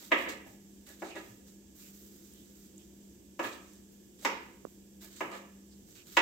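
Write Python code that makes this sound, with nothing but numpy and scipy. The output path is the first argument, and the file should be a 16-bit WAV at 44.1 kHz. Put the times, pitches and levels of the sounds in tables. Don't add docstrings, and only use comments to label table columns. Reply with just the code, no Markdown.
import sys
import numpy as np
from scipy import signal
from scipy.io import wavfile

SR = 44100
rng = np.random.default_rng(int(sys.argv[2]) if len(sys.argv) > 2 else 0)


def elevation(decibels):
    levels = np.asarray(decibels, float)
    return 10 ** (levels / 20)


def store_wav(level_fs):
    pcm = np.round(np.clip(np.atleast_2d(level_fs), -1, 1) * 32767)
    wavfile.write(sys.argv[1], SR, pcm.T.astype(np.int16))


N = 273949


def rms_one(x):
    return x / np.sqrt(np.mean(x ** 2) + 1e-20)


def at_hz(points, hz):
    table_hz, values = np.array(points).T
    return np.interp(np.log(hz), np.log(table_hz), values)


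def lowpass(x, order, hz):
    return signal.sosfilt(signal.butter(order, hz, fs=SR, output="sos"), x)


def band(x, low_hz, high_hz):
    return signal.sosfilt(signal.butter(2, [low_hz, min(high_hz, .47 * SR)], "band", fs=SR, output="sos"), x)


def drift(rate_hz):
    r = np.exp(-80 * np.pi * rate_hz / SR)
    slow = signal.lfilter([1], [1, -2 * r, r * r], rng.standard_normal(N // 40 + 2002))[2000:]
    return np.interp(np.arange(N) / 40, np.arange(len(slow)), rms_one(slow))


def ring(push, hz, t60):
    r, w = elevation(-60 / (t60 * SR)), 2 * np.pi * hz / SR
    return signal.lfilter([0, np.sin(w)], [1, -2 * r * np.cos(w), r * r], push + 1e-18)


# [pitch_hz, likeness (1 = same)]
LIKENESS = [(60, 0.5), (180, 0.92), (550, 0.61), (1650, -0.1), (4970, 0.018), (15000, 0.0018)]
# [pitch_hz, left_over_right_db]
LEAN = [(60, 2.5), (240, -0.5), (950, -1), (3770, -6.5), (15000, -3.5)]


def stereo_bands(white, gain_of_band, first=0):
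    out = 0
    edges = 28 * 2 ** (np.arange(first, 29) / 3)
    for k, (low, high) in enumerate(zip(edges, edges[1:])):
        hz = np.sqrt(low * high)
        mid, side = band(white[k % 2], low, high)
        alike = np.clip(at_hz(LIKENESS, hz), -.99, .99)
        lean = elevation(at_hz(LEAN, hz) * np.array([[.5], [-.5]]))
        pair = np.sqrt(1 + alike) * mid + np.sqrt(1 - alike) * side * [[1], [-1]]
        out = out + gain_of_band(hz) * lean * pair
    return out


# [pitch_hz, level_db per Hz]
RUMBLE = [(18, -50), (30, -18.5), (65, -4), (168, -11), (202, 0.5), (226, -12.5), (318, 1), (509, -18),
          (571, -22.5), (900, -24.5), (1170, -57), (1980, -120)]
# [pitch_hz, level_db per Hz]
HISS = [(530, -36), (900, -14.5), (1340, -16), (1720, -13), (2830, -11.5), (3470, -6), (3860, -12),
        (7680, -4), (10400, -18.5), (14700, -5.5), (16000, -14.5)]
# [pitch_hz, width_hz, level_db]
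HUM = [(54.3, 7.25, -76), (68.8, 8.9, -72), (198, 9.9, -65), (314, 250, -73.5), (508, 12, -79.5),
       (1692, 82, -86.5)]


def room_tone():
    rumble_db, hiss_db = -53.5, -69.5
    together = drift(1.8)

    def colour(hz):
        level_db = rumble_db + at_hz(RUMBLE, hz) if hz < 900 else hiss_db + at_hz(HISS, hz)
        return elevation(level_db + 0.25 * together + 0.59 * drift(24))

    out = elevation(12.5) * stereo_bands(rng.standard_normal((2, 2, N)), colour)
    for hz, width_hz, db in HUM:
        t60 = np.log(1000) / (np.pi * width_hz)
        once = ring(rng.standard_normal(N), hz, t60)
        out += elevation(db) * rms_one(ring(once, hz, t60))
    phase = 2 * np.pi * 199.7 * np.arange(N) / SR
    return out + elevation(-58.5 + 1.01 * drift(6.8)) * np.sin(phase)


# [pitch_hz, t60_s]
WALLS = [(250, 0.76), (600, 0.52), (1500, 0.55), (4000, 0.56), (9000, 0.19)]
# [delay_s, left_db, right_db]
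ECHOES = [(.0024, -10.5, -8), (.0043, -1, 1.5), (.008, -10, -5.5), (0.01, -13.5, -10.5)]


def kitchen(x, direct_db, early_db, early_t60, tail_db, build_s):
    first_sound = np.zeros((2, round(.03 * SR)))
    first_sound[:, 0] += elevation([direct_db + 3, direct_db])
    for s, left_db, right_db in ECHOES:
        first_sound[0, round(s * SR)] -= elevation(left_db)
        first_sound[1, round(s * SR * 1.06)] -= elevation(right_db)
    out = signal.fftconvolve(x[None], first_sound, axes=1)[:, :N]

    t = np.arange(round(.8 * SR)) / SR

    def dying(hz):
        return elevation(tail_db - 60 * t / at_hz(WALLS, hz)) + elevation(early_db - 60 * t / early_t60)

    spot = 2 * np.pi * .37 * np.arange(N) / SR
    for share in (np.cos(spot), np.sin(spot)):
        tail = stereo_bands(rng.standard_normal((2, 2, len(t))), dying, first=5.89)
        tail = tail * (1 - np.exp(-t / build_s))
        out = out + signal.fftconvolve((share * x)[None], tail, axes=1)[:, :N]
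    return out


# [start_s, peak_db, pitch_hz]
THUDS = [
    (0.48, -63, 109),
    (1.299, -57, 115),
    (3.449, -57.5, 113),
    (5.249, -58.5, 141),
]


def thuds():
    out, t = np.zeros(N), np.arange(round(.2 * SR)) / SR
    for s, db, hz in THUDS:
        i = round(s * SR)
        swell = (t / 0.011) * np.exp(1 - t / 0.015)
        out[i:i + len(t)] += elevation(db) * np.sin(2 * np.pi * hz * t) * swell
    return out


# [start_s, level_db]
TAPS = [
    (4.6513, -24.5),
    (4.669, -42.5),
]


def taps():
    clicks = np.zeros(N)
    for s, db in TAPS:
        clicks[round(s * SR)] = -elevation(db)
    push = band(clicks, 190, 1540)
    thump = ring(push, 475, 0.0084) + elevation(-11) * ring(push, 1090, 0.0084)
    return thump * elevation([[-24], [6]])


# [start_s, length_s, pitch_hz,
# level_db]
SLIDES = [
    (1.086, 0.073, 2580, -52.5),
    (1.791, 0.13, 2600, -67),
    (2.288, .2, 3400, -69),
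    (2.334, .006, 8600, -56),
    (2.76, 0.097, 3200, -70),
    (2.778, 0.0061, 7700, -53),
    (5.706, 0.04, 4670, -65),
    (5.951, 0.093, 2770, -62),
]


def slides():
    out = np.zeros((2, N))
    for s, length, hz, db in SLIDES:
        stroke = np.sin(np.pi * np.arange(round(length * SR)) / (length * SR))
        swish = band(rng.standard_normal((2, round(.3 * SR))), hz / 1.18, hz * 1.14)[:, :len(stroke)]
        i = round(s * SR)
        out[:, i:i + len(stroke)] += elevation(db) * rms_one(swish) * stroke * elevation([[-3], [3]])
    return out


def strokes(rows, attack_s, release_s, body_db):
    t = np.arange(0, N + 19, 20)[:N // 20 + 1] / SR
    out = np.zeros((3, len(t)))
    for s, hold, db, sizzle_db in rows:
        rise = np.clip((t - s) / attack_s, 0, 1)
        fade = np.exp(-np.maximum(t - s - attack_s - hold, 0) / release_s)
        levels = elevation(db + np.array([[body_db], [0], [sizzle_db]]))
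        out += (levels * rise * fade) ** 2
    return np.array([np.interp(np.arange(N) / SR, t, row) for row in out])


# [start_s, hold_s, level_db, sizzle_db]
SLICES = [(-0.02, 0.068, -58, -4), (0.855, 0.045, -60, -4.5), (0.985, 0.018, -64, -7),
          (4.18, .025, -63.5, -5), (4.215, 0.022, -58, -4), (5.003, 0.026, -58, -3), (5.1, .04, -63, -6),
          (5.15, 0.031, -58.5, -10), (5.945, .015, -60, -8), (6.055, 0.047, -61, -4),
          (6.11, 0.043, -58, -3.5)]
# [start_s, hold_s, level_db, sizzle_db]
PULLS = [
    (0.17, 0.056, -57, -4.5),
    (0.283, 0.0073, -48.5, -9.5),
    (1.04, 0.055, -59, -13),
    (1.15, 0.029, -59, -10),
    (3.425, 0.038, -52.5, -7),
    (3.515, .012, -56.5, -10),
    (5.31, .055, -59, -10),
]
# [start_s, hold_s, level_db, sizzle_db]
GRIPS = [(0.45, .04, -66.5, -3), (0.6, .2, -77, -4), (1.2, 0.093, -65.5, -4.5), (1.45, .02, -65, -6),
         (1.74, .03, -64.5, 0), (1.78, .09, -61, -3), (1.92, 0.13, -64.5, -0.5), (2.1, 0.2, -66, -3),
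         (2.33, 0.16, -68.5, -3.5), (2.53, 0.11, -67, -3), (2.77, 0.055, -70.5, -9), (2.95, 0.16, -75, -5),
         (3.6, 0.14, -67.5, -10), (3.9, .015, -73.5, 0), (4.66, 0.052, -71.5, -3), (5.7, .03, -70, -15),
         (5.76, .02, -79.5, 3), (5.86, .04, -65, -5)]
# [pitch_hz, level_db per Hz]
FIBRE = [(710, -30), (1200, -6.5), (1920, -5.5), (2620, -9.5), (5090, 2.5), (7570, 7.5), (9990, -6),
         (11900, 9.5), (15500, 6)]


def wet_flesh():
    splashes = [(s, 0, -56 + .4 * (db + 16), -6.5) for s, db, *_ in CHOPS]
    power = strokes(SLICES, attack_s=.015, release_s=0.057, body_db=9)
    power = power + strokes(PULLS, attack_s=0.0073, release_s=.04, body_db=11)
    power = power + strokes(GRIPS, attack_s=0.023, release_s=.06, body_db=5)
    power = power + strokes(splashes, attack_s=.003, release_s=.07, body_db=3)
    rest_db = -79
    body, middle, sizzle = np.sqrt(power + elevation(rest_db) ** 2)

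    bursts_db = 4.0 * np.minimum(rng.exponential(1, N), 4) + 0.44 * drift(30)
    grains = rng.standard_normal((2, 2, N)) * elevation(bursts_db)

    def colour(hz):
        touch = body if hz < 4200 else sizzle if hz > 9500 else middle
        return elevation(at_hz(FIBRE, hz)) * touch

    return stereo_bands(grains / grains.std(), colour, first=14.095)


# [start_s, peak_db, pitch_hz]
SNAPS = [(0.046, -30.5, 7460), (0.2922, -46, 3350), (0.8715, -36, 7330), (0.8903, -34, 7390),
         (1.1544, -32, 3360), (3.4436, -70.5, 3110), (3.5281, -29, 3960), (3.733, -34.5, 6200),
         (4.1912, -44, 7380), (4.212, -34, 5680), (5.01, -47, 6850), (5.027, -45, 8070), (5.045, -27, 7620),
         (5.1637, -34.5, 7190), (5.905, -39, 6000), (5.9534, -32.5, 3920), (5.9904, -48, 3320),
         (6.0686, -38, 7010)]


def snaps():
    out, t = np.zeros(N), np.arange(400) / SR
    for s, db, hz in SNAPS:
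        i = round((s + .0012) * SR)
        tick = band(rng.standard_normal(len(t)), hz / 1.4, hz * 1.8) * np.exp(-t / .0014)
        out[i:i + len(t)] += elevation(db - 10) * tick
    return out


# [pitch_hz, level_db, t60_s]
BOARD = [(287, -3, 0.021), (415, -4.5, 0.021), (522, -3, 0.025), (724, -1, 0.012), (931, -2, 0.019),
         (1280, -1.5, 0.013), (1440, -6.5, 0.016), (1695, -3, 0.011), (1950, -4, 0.015), (2298, -1, 0.006),
         (2498, -8.5, 0.022), (2783, -5.5, 0.0068), (3290, -10, 0.012), (3720, -3, 0.0033)]


def board(force, low_db, high_db):
    rings = 0
    for k, (hz, db, t60) in enumerate(BOARD):
        spot_db = low_db * (hz < 800) + high_db * (hz > 1500)
        luck_db = rng.normal(0, 1.5)
        rings = rings + (-1) ** k * elevation(db + spot_db + luck_db) * ring(force, hz, t60)
    return signal.sosfilt(signal.butter(4, 230, "high", fs=SR, output="sos"), rings)


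# [start_s, length_s, level_db, low_tones_db, high_tones_db]
DRAGS = [(0.107, 0.009, -50.5, -1, 4), (0.24, 0.072, -56.5, 5, 7), (1.139, 0.038, -54.5, 5, 4.5),
         (3.43, 0.026, -46.5, -14, 5.5), (3.52, 0.014, -72, 2.5, 7), (4.211, 0.022, -69, 6.5, -2),
         (5.296, 0.069, -53.5, -1, 1), (0.86, 0.061, -77.5, 7.5, 12.5), (0.0015, 0.036, -70.5, 1, 0),
         (5.013, 0.053, -73, 2, 8), (1.157, 0.0158, -51.5, 3.5, 6), (0.46, 0.0078, -61, 6, 0)]


def drags():
    out, t = np.zeros(N), np.arange(round(.25 * SR)) / SR
    for s, length, db, low_db, high_db in DRAGS:
        slips = (rng.random(len(t)) < 900 / SR) * rng.standard_normal(len(t))
        slips = lowpass(slips, 4, 3400)
        stroke = np.sin(np.pi * np.clip(t / length, 0, 1))
        i = round(s * SR)
        out[i:i + len(t)] += elevation(db) * board(slips * stroke, low_db, high_db)[:N - i]
    return out


# [start_s, blow_db, tones_under_800_hz_db, tones_over_1500_hz_db, steel_crack_db]
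CHOPS = [
    (0.1165, -15.5, 1.5, 8.5, -2),
    (1.019, -28, 2, -2.5, -6),
    (3.392, -22, 2, 0.5, -1),
    (4.248, -15.5, -3.5, 1, 7.5),
    (5.205, -22, -1, 2.5, -3.5),
    (6.168, -9.5, -2.5, 4, 4),
]


def chops():
    out = np.zeros(N)
    click = np.zeros(round(.15 * SR))
    click[0] = -1
    crack = band(click, 4330, 7040) + elevation(-13) * band(click, 9600, 15000)
    lead = round(0.0028 * SR)
    tip_db = -20.5
    for s, db, low_db, high_db, crack_db in CHOPS:
        contact = lowpass(click, 6, 3490 + 69.5 * (db + 15))
        contact = elevation(tip_db) * contact + np.roll(contact, lead)
        knock = elevation(-7.5) * board(contact, low_db, high_db)
        blow = knock + elevation(crack_db) * np.roll(crack, lead)
        i = round((s + .0012) * SR) - lead
        out[i:i + len(click)] += elevation(db) * blow[:N - i]
    return out


def scene():
    ticks = snaps()
    near = chops() + drags() + elevation(-14) * ticks
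    room = kitchen(near, direct_db=-2.0, early_db=-33.5, early_t60=0.13, tail_db=-28.5, build_s=0.0013)
    close_ticks = ticks * elevation([[-5], [0]])
    return room + close_ticks + wet_flesh() + taps() + thuds() + room_tone() + slides()


# [pitch_hz, width_hz, level_db]
PORT = [(7560, 420, 4.5), (8980, 1500, -4), (4235, 600, -3.5)]


def top_cut(x):
    return signal.sosfilt(signal.butter(12, 16340, fs=SR, output="sos"), x)


def record(dry):
    for hz, width_hz, db in PORT:
        dry = dry + (elevation(db) - 1) * signal.lfilter(*signal.iirpeak(hz, hz / width_hz, fs=SR), dry)
    mix = signal.sosfilt(signal.ellip(12, .5, 60, 15800, fs=SR, output="sos"), dry)
    return top_cut(mix)


dry = scene()
out = record(dry)
store_wav(out)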